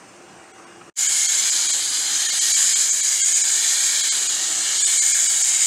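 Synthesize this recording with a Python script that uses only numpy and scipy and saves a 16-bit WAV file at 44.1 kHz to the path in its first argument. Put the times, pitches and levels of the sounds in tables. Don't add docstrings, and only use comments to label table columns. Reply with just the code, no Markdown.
import sys
import numpy as np
from scipy import signal
from scipy.fft import dct
from scipy.io import wavfile
from scipy.ndimage import uniform_filter1d

SR = 44100
rng = np.random.default_rng(int(sys.argv[2]) if len(sys.argv) > 2 else 0)


def dump_mix(stems):
    frames = np.atleast_2d(stems).T
    limited = np.clip(frames, -1, 1)
    pcm = np.round(limited * 32767).astype(np.int16)
    wavfile.write(sys.argv[1], SR, pcm)


def voltage_ratio(decibels):
    exponent = np.asarray(decibels, float) / 20
    return 10 ** exponent


N = 249606
HOP = 256
CUT_S = 0.94

# pitch_hz, level_db (per Hz)
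YARD_COLOUR = [(70, -15), (180, -3.5), (500, -5.5), (950, -6.5), (1260, -4), (2200, -12), (2900, -13),
               (3030, -18), (4000, -20.5), (6000, -15), (8600, -15), (9500, -25.5), (11000, -35.5),
               (15500, -43.4)]
# pitch_hz, width_hz, level_db, near_change_db
WHISTLES = [(309, 18, -62.5, 2), (348, 9, -55, -3.5), (442, 19, -59, -22), (771, 31, -58, 2.5),
            (2600, 40, -65, 0), (2840, 8, -62, -3)]
# db_per_db of aim, of strike, of mist
HUM_DUCK = [-.8, .85, -.25]
# db_per_db of aim, of strike, of mist
RUMBLE_DUCK = [-.27, .93, -.55]
# middle_s, low_hz, high_hz, level_db (against the band)
REFILLS = [(.095, 4700, 6400, -3), (.095, 6900, 8300, -2), (.095, 10400, 11800, -8), (.304, 4700, 6400, -5),
           (.304, 7600, 9700, -4), (1.396, 5160, 7600, -2), (1.396, 10300, 11800, -2),
           (1.442, 4700, 5800, -2), (1.442, 9600, 11800, -3), (3.625, 10300, 11800, -4),
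           (5.320, 6930, 9700, -4), (5.483, 8300, 9700, -3)]
# middle_s, leak_db (of lost parts), first_tone_hz, second_tone_hz
THIN_MOMENTS = [(.528, -18, 7720, 5900), (.656, -19, 1110, 4560), (1.080, -18, 1660, 3130),
                (1.276, -18, 4680, 3230), (1.511, -13, 4850, 5700), (1.681, -18, 8900, 2360),
                (1.723, -21, 4830, 3260), (2.278, -15, 9620, 1800), (2.315, -16, 2150, 4350),
                (2.401, -25, 3150, 9070), (2.531, -22, 10370, 4560), (2.556, -18, 2290, 8600),
                (2.746, -25, 3140, 4200), (2.915, -20, 2260, 4770), (3.021, -20, 3300, 2270),
                (3.213, -11, 4670, 2836), (3.232, -28, 2130, 1600), (3.341, -14, 3090, 4800),
                (3.43, -20, 3920, 5070), (4.024, -18, 3920, 3280), (4.105, -44, 4400, 2140),
                (4.283, -17, 4410, 2420), (4.794, -15, 5640, 4800), (4.834, -20, 2340, 1675),
                (4.859, -18, 4890, 3650), (4.985, -16, 4400, 2250), (5.008, -25, 4770, 2120),
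                (5.133, -24, 5380, 2390), (5.282, -19, 2950, 4820), (5.432, -18, 4530, 5260)]
LOUD_TONES_HZ = [2250, 3250, 3900, 4350, 4800, 5550, 8800]
# start_s, level_db, pitch_hz, fade_s (time to fall 60 dB)
KNOCKS = [
    (.581, -37, 1130, .04),
    (.596, -33, 1150, .04),
    (.654, -38, 1050, 0.044),
    (.811, -34, 1250, 0.049),
    (.814, -37, 704, 0.036),
    (.814, -37, 2420, .03),
]
# time_s, level_db
SCENE_CHANGE = [
    (.899, 0),
    (.8995, -21),
    (.927, -38),
    (.929, -70),
    (.954, -75),
    (.957, -43),
    (.966, -22),
    (.975, -13),
    (0.992, -3.5),
]
# time_s, aim_db (toward the microphone), strike_db (on the pipes), mist_db (thrown back)
GUN_SWEEP = [(1.0, .7, -2.4, 2.7), (1.3, .8, .2, 1.2), (1.5, -.7, 2.3, .6), (1.79, -1.8, -.2, -1.9),
             (1.99, -3.5, -1.3, -1.5), (2.29, -1.7, .9, -2.2), (2.48, 2.2, 1.8, 4.2), (2.77, 1.7, 1.3, 2.6),
             (2.93, 1.2, -2.3, .2), (3.28, 1.9, -1.9, -.1), (3.77, .3, 1.1, 3.2), (4.07, -.2, 2.4, -1.6),
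             (4.26, -2.3, -.9, -1.9), (4.56, -2.4, -1.5, -4.9), (4.78, -1.3, .4, -3.6),
             (4.88, 1.4, 1.7, 2.2), (5.06, 2.7, -.7, 1.3), (5.65, 1.8, -1.1, -.5)]
# pitch_hz, level_db (per Hz)
JET_COLOUR = [(400, -31), (750, -19.5), (1220, -25.5), (1700, -13.5), (2260, -11.5), (3200, -11),
              (4100, -9), (5400, -11.5), (6300, -6), (6900, -2.12), (8400, -6.5), (9300, -14.5),
              (10600, -18.0), (15500, -36)]
# low_hz, high_hz, db_per_db of aim, of strike, of mist
REGIONS = [(770, 1400, -1.3, .4, .01), (1400, 2600, -.7, .65, -.08), (2600, 5900, -1.08, 1.08, .01),
           (9400, 11500, -1.05, .03, 1.05), (11500, 30000, -.27, .22, .35)]
# pitch_hz, width_hz, depth_db
JET_DIPS = [(2000, 72, -9), (2616, 175, -10.5), (3650, 120, -3), (4500, 130, -3.5), (5800, 175, -4),
            (9340, 220, -4.5), (11800, 300, -4), (12800, 200, -6)]
# pitch_hz, width_hz, level_db, db_per_db of aim, db_per_db of strike
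PIPE_RINGS = [(6820, 350, 2.3, .4, -.3), (8300, 700, .01, -.15, .1), (10400, 280, -.5, .01, .3),
              (4220, 150, .6, -.8, .7), (4790, 120, 2.8, .4, -.3), (2235, 90, 1.4, .5, .2),
              (1730, 90, .4, .1, .01)]
WALK_DB_PER_S = [-.4, .7, -.5, -.3, .01, .3, -.2]
# time_s, pitch_hz, level_db
GAP_CROSSING = [
    (1.3, 10300, 0),
    (1.55, 10300, 4.5),
    (1.8, 10650, 4.5),
    (2.3, 9800, 4),
    (2.45, 9800, 0),
]


def evened(x):
    return x / np.sqrt(np.mean(x ** 2) + 1e-20)


def read(points, hz):
    f, value = np.transpose(points)
    return np.interp(np.log(hz + 1), np.log(f + 1), value)


def blotches(shape, bins, frames):
    over_time = uniform_filter1d(rng.standard_normal(shape), int(frames), 0)
    return evened(uniform_filter1d(over_time, int(bins), 1)).T


def pitch_and_time():
    return np.fft.rfftfreq(4 * HOP, 1 / SR), np.arange(N // HOP + 5) * HOP / SR


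def bump(hz, middle_hz, width_hz):
    return np.exp(-0.5 * ((hz - middle_hz) / width_hz) ** 2)


def hiss(field_db):
    a, b = rng.standard_normal(field_db.shape[::-1] + (2,)).T
    return signal.istft((a + 1j * b) * voltage_ratio(field_db), nperseg=4 * HOP, noverlap=3 * HOP)[1][:N]


def whistle(hz, width):
    noise = [1, 1j] @ rng.standard_normal((2, N))
    slow = signal.lfilter([1], [1, -np.exp(-np.pi * width / SR)], noise)
    return evened((slow * np.exp(2j * np.pi * hz * np.arange(N) / SR)).real)


def yard():
    hum_db, near_db, near_tilt_db, patchy_db, bass_db = -46, 1.5, 2.5, 2.0, -9.0
    duck_s, rev_s, rev_length_s, rev_db = 0.2, 4.53, 0.12, 4.5
    hz, t = pitch_and_time()
    now = np.arange(N) / SR
    near = now > CUT_S
    field = read(YARD_COLOUR, hz)[:, None] + patchy_db * blotches((len(t), len(hz)), 6, 18)
    field += bass_db * np.log2(95 / np.clip(hz, 10, 95))[:, None]
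    far_power = (voltage_ratio(field) ** 2).mean()
    field += near_tilt_db * np.outer(np.log2(np.clip(hz, 200, 1000) / 400), t > CUT_S)
    duck_db, deep_db = np.array([HUM_DUCK, RUMBLE_DUCK]) @ sweep(t, duck_s)
    duck_db = duck_db + rev_db * bump(t, rev_s, rev_length_s)
    rumble_db = deep_db - duck_db
    field += np.outer(1 / (1 + (hz / 230) ** 4), rumble_db * (t > CUT_S))
    out = voltage_ratio(hum_db) * evened(hiss(field)) * np.sqrt((voltage_ratio(field) ** 2).mean() / far_power)
    for pitch_hz, width_hz, db, more_db in WHISTLES:
        out += voltage_ratio(db + near * more_db) * whistle(pitch_hz, width_hz)
    return out * voltage_ratio(near * (near_db + np.interp(now, t, duck_db)))


def refill(x):
    frame, frame_start = 1024, 122
    side, n, k = np.zeros(N), np.arange(2 * frame), np.arange(frame)
    k_hz = k * SR / (2 * frame)
    window = signal.windows.kaiser_bessel_derived(2 * frame, 4 * np.pi)
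    for (s, lo, hi, db), noise in zip(REFILLS, rng.standard_normal((len(REFILLS), frame))):
        at = frame_start + frame * round((s * SR - frame_start) / frame - 1) + n
        band = k[(k_hz > lo) & (k_hz < hi)]
        phase = np.pi / frame * np.outer(n + (frame + 1) / 2, band + 1 / 2)
        waves = window[:, None] * np.cos(phase) * np.sqrt(2 / frame)
        local = np.sqrt(uniform_filter1d((x[at] @ waves) ** 2, size=16))
        side[at] += voltage_ratio(db) * waves @ (local * noise[band])
    return np.array([x + side, x - side])


def thin_out(x):
    taper_s, flatten, lift_db, tone_db, shy_db, hold, high_hz = 0.0155, 0.4, 3.5, 14.2, 2.0, 0.05, 9500
    scatter, chance, chance_per_db, chance_tone_db, clear_hz = 0.025, 0.58, 0.03, -2.5, 260
    survive_db, lower_per_db = 4.6, 0.14
    long_below_db, longer_s_per_db = -19, 0.0005
    x = x.copy()
    t = np.arange(-(SR // 24), SR // 24) / SR
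    hz = np.linspace(0, SR / 2, len(t))
    draws = rng.random((len(THIN_MOMENTS), 2 + len(LOUD_TONES_HZ), 3)).transpose(2, 0, 1)
    for (s, leak_db, *sure_hz), turn, pick, slip in zip(THIN_MOMENTS, *draws):
        deep_db = max(long_below_db - leak_db, 0)
        chance_hz = np.array(LOUD_TONES_HZ) * (1 + scatter * (2 * slip[2:] - 1))
        clear = abs(chance_hz[:, None] - sure_hz).min(1) > clear_hz
        lucky = (pick[2:] < chance + chance_per_db * deep_db) & clear
        tone_hz = np.r_[sure_hz, chance_hz]
        share = np.r_[1, 1, lucky * voltage_ratio(chance_tone_db)]
        flat_s = longer_s_per_db * deep_db
        window = np.cos(np.pi / 2 * np.clip((abs(t) - flat_s / 2) / taper_s, 0, 1))
        middle = round(s * SR)
        at = slice(middle - len(t) // 2, middle + len(t) // 2)
        lines = dct(x[at] * window, norm="ortho")
        local = np.sqrt(uniform_filter1d(lines ** 2, 120))
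        overall = np.percentile(local[hz < high_hz], 70)
        step = voltage_ratio(survive_db - lower_per_db * deep_db) * local ** flatten * overall ** (1 - flatten)
        size = np.interp(tone_hz, hz, np.sqrt(step * local)) * voltage_ratio(tone_db) * share
        tones = np.cos(2 * np.pi * (np.outer(t, tone_hz) + turn)) @ size
        tones *= np.sqrt(2 * len(t)) / window.sum()
        step *= voltage_ratio(shy_db * ((hz < 5900) | (hz > 8700)))
        strong = abs(signal.hilbert(lines)) > step * np.sqrt(2)
        kept = lines * np.where(strong, voltage_ratio(lift_db), voltage_ratio(leak_db))
        x[at] += window * (dct(kept, type=3, norm="ortho") + tones * window ** hold - x[at] * window)
    return x


def knocks():
    out, t = np.zeros(N), np.arange(3000) / SR
    for (s, db, hz, fade_s), rough in zip(KNOCKS, rng.standard_normal((len(KNOCKS), len(t)))):
        wobble = 0.14 * np.cumsum(uniform_filter1d(rough, size=9))
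        ring = np.sin(2 * np.pi * hz * t + wobble) * (1 - np.exp(-t / 0.0013))
        out[round(s * SR):][:len(t)] += voltage_ratio(db - 60 * t / fade_s) * ring
    return out


def sweep(t, smooth_s=0.0):
    s, *controls = np.transpose(GUN_SWEEP)
    size = max(round(smooth_s / (t[1] - t[0])), 1)
    return np.array([uniform_filter1d(np.interp(t, s, c), size) for c in controls])


def jet():
    jet_db, patchy_db, broad_db, gust_db, streak_db = -20.25, 1.1, 0.87, 0.46, 1.7
    drift, thin_db = 0.015, -8.5
    hz, t = pitch_and_time()
    tall_hz = hz[:, None]
    controls = sweep(t)
    aim, strike, mist = controls
    field = np.zeros((len(hz), len(t)))
    for lo, hi, *follow in REGIONS:
        share = 1 / (1 + (lo / (hz + 1)) ** 12) / (1 + (hz / hi) ** 12)
        field += np.outer(share, follow @ controls)
    wander = 1 + drift * blotches((len(t), len(JET_DIPS)), 1, 60)
    for (dip_hz, width, db), move in zip(JET_DIPS, wander):
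        field += db * bump(tall_hz, dip_hz * move, width)
    for (ring_hz, width, db, by_aim, by_strike), walk in zip(PIPE_RINGS, WALK_DB_PER_S):
        height = db + by_aim * aim + by_strike * strike + walk * (t - 3.3)
        field += height * bump(tall_hz, ring_hz, width)
    s, gap_hz, db = np.transpose(GAP_CROSSING)
    field += np.interp(t, s, db) * bump(tall_hz, np.interp(t, s, gap_hz), 120)
    bass_loss = thin_db * np.log2(1300 / np.clip(hz, 20, 1300))
    field += (read(JET_COLOUR, hz) + bass_loss)[:, None]
    core = field[(hz > 5900) & (hz < 9300)]
    field -= 10 * np.log10((voltage_ratio(core) ** 2).sum(0).mean())
    field += patchy_db * blotches((len(t), len(hz)), 4, 40)
    field += broad_db * blotches((len(t), len(hz)), 60, 12)
    field += streak_db * blotches((len(t), len(hz)), 2, 50)
    field += gust_db * blotches((len(t), 1), 1, 3)
    return voltage_ratio(4.5) * hiss(field + jet_db + aim) * (np.arange(N) > CUT_S * SR)


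def scene():
    return np.tile(yard() + knocks() + jet(), (2, 1))


def top_cut(x):
    return signal.sosfilt(signal.butter(12, 15710, fs=SR, output="sos"), x)


def record(dry):
    low_edge_hz, top_edge_hz = 60, 16000
    s, db = np.transpose(SCENE_CHANGE)
    x = signal.sosfilt(signal.butter(2, low_edge_hz, "high", fs=SR, output="sos"), dry[0])
    x = thin_out(x) * voltage_ratio(np.interp(np.arange(N) / SR, s, db))
    x = signal.oaconvolve(x, signal.firwin(255, top_edge_hz, window=("kaiser", 9), fs=SR), "same")
    mix = refill(x)
    return top_cut(mix)


dry = scene()
out = record(dry)
dump_mix(out)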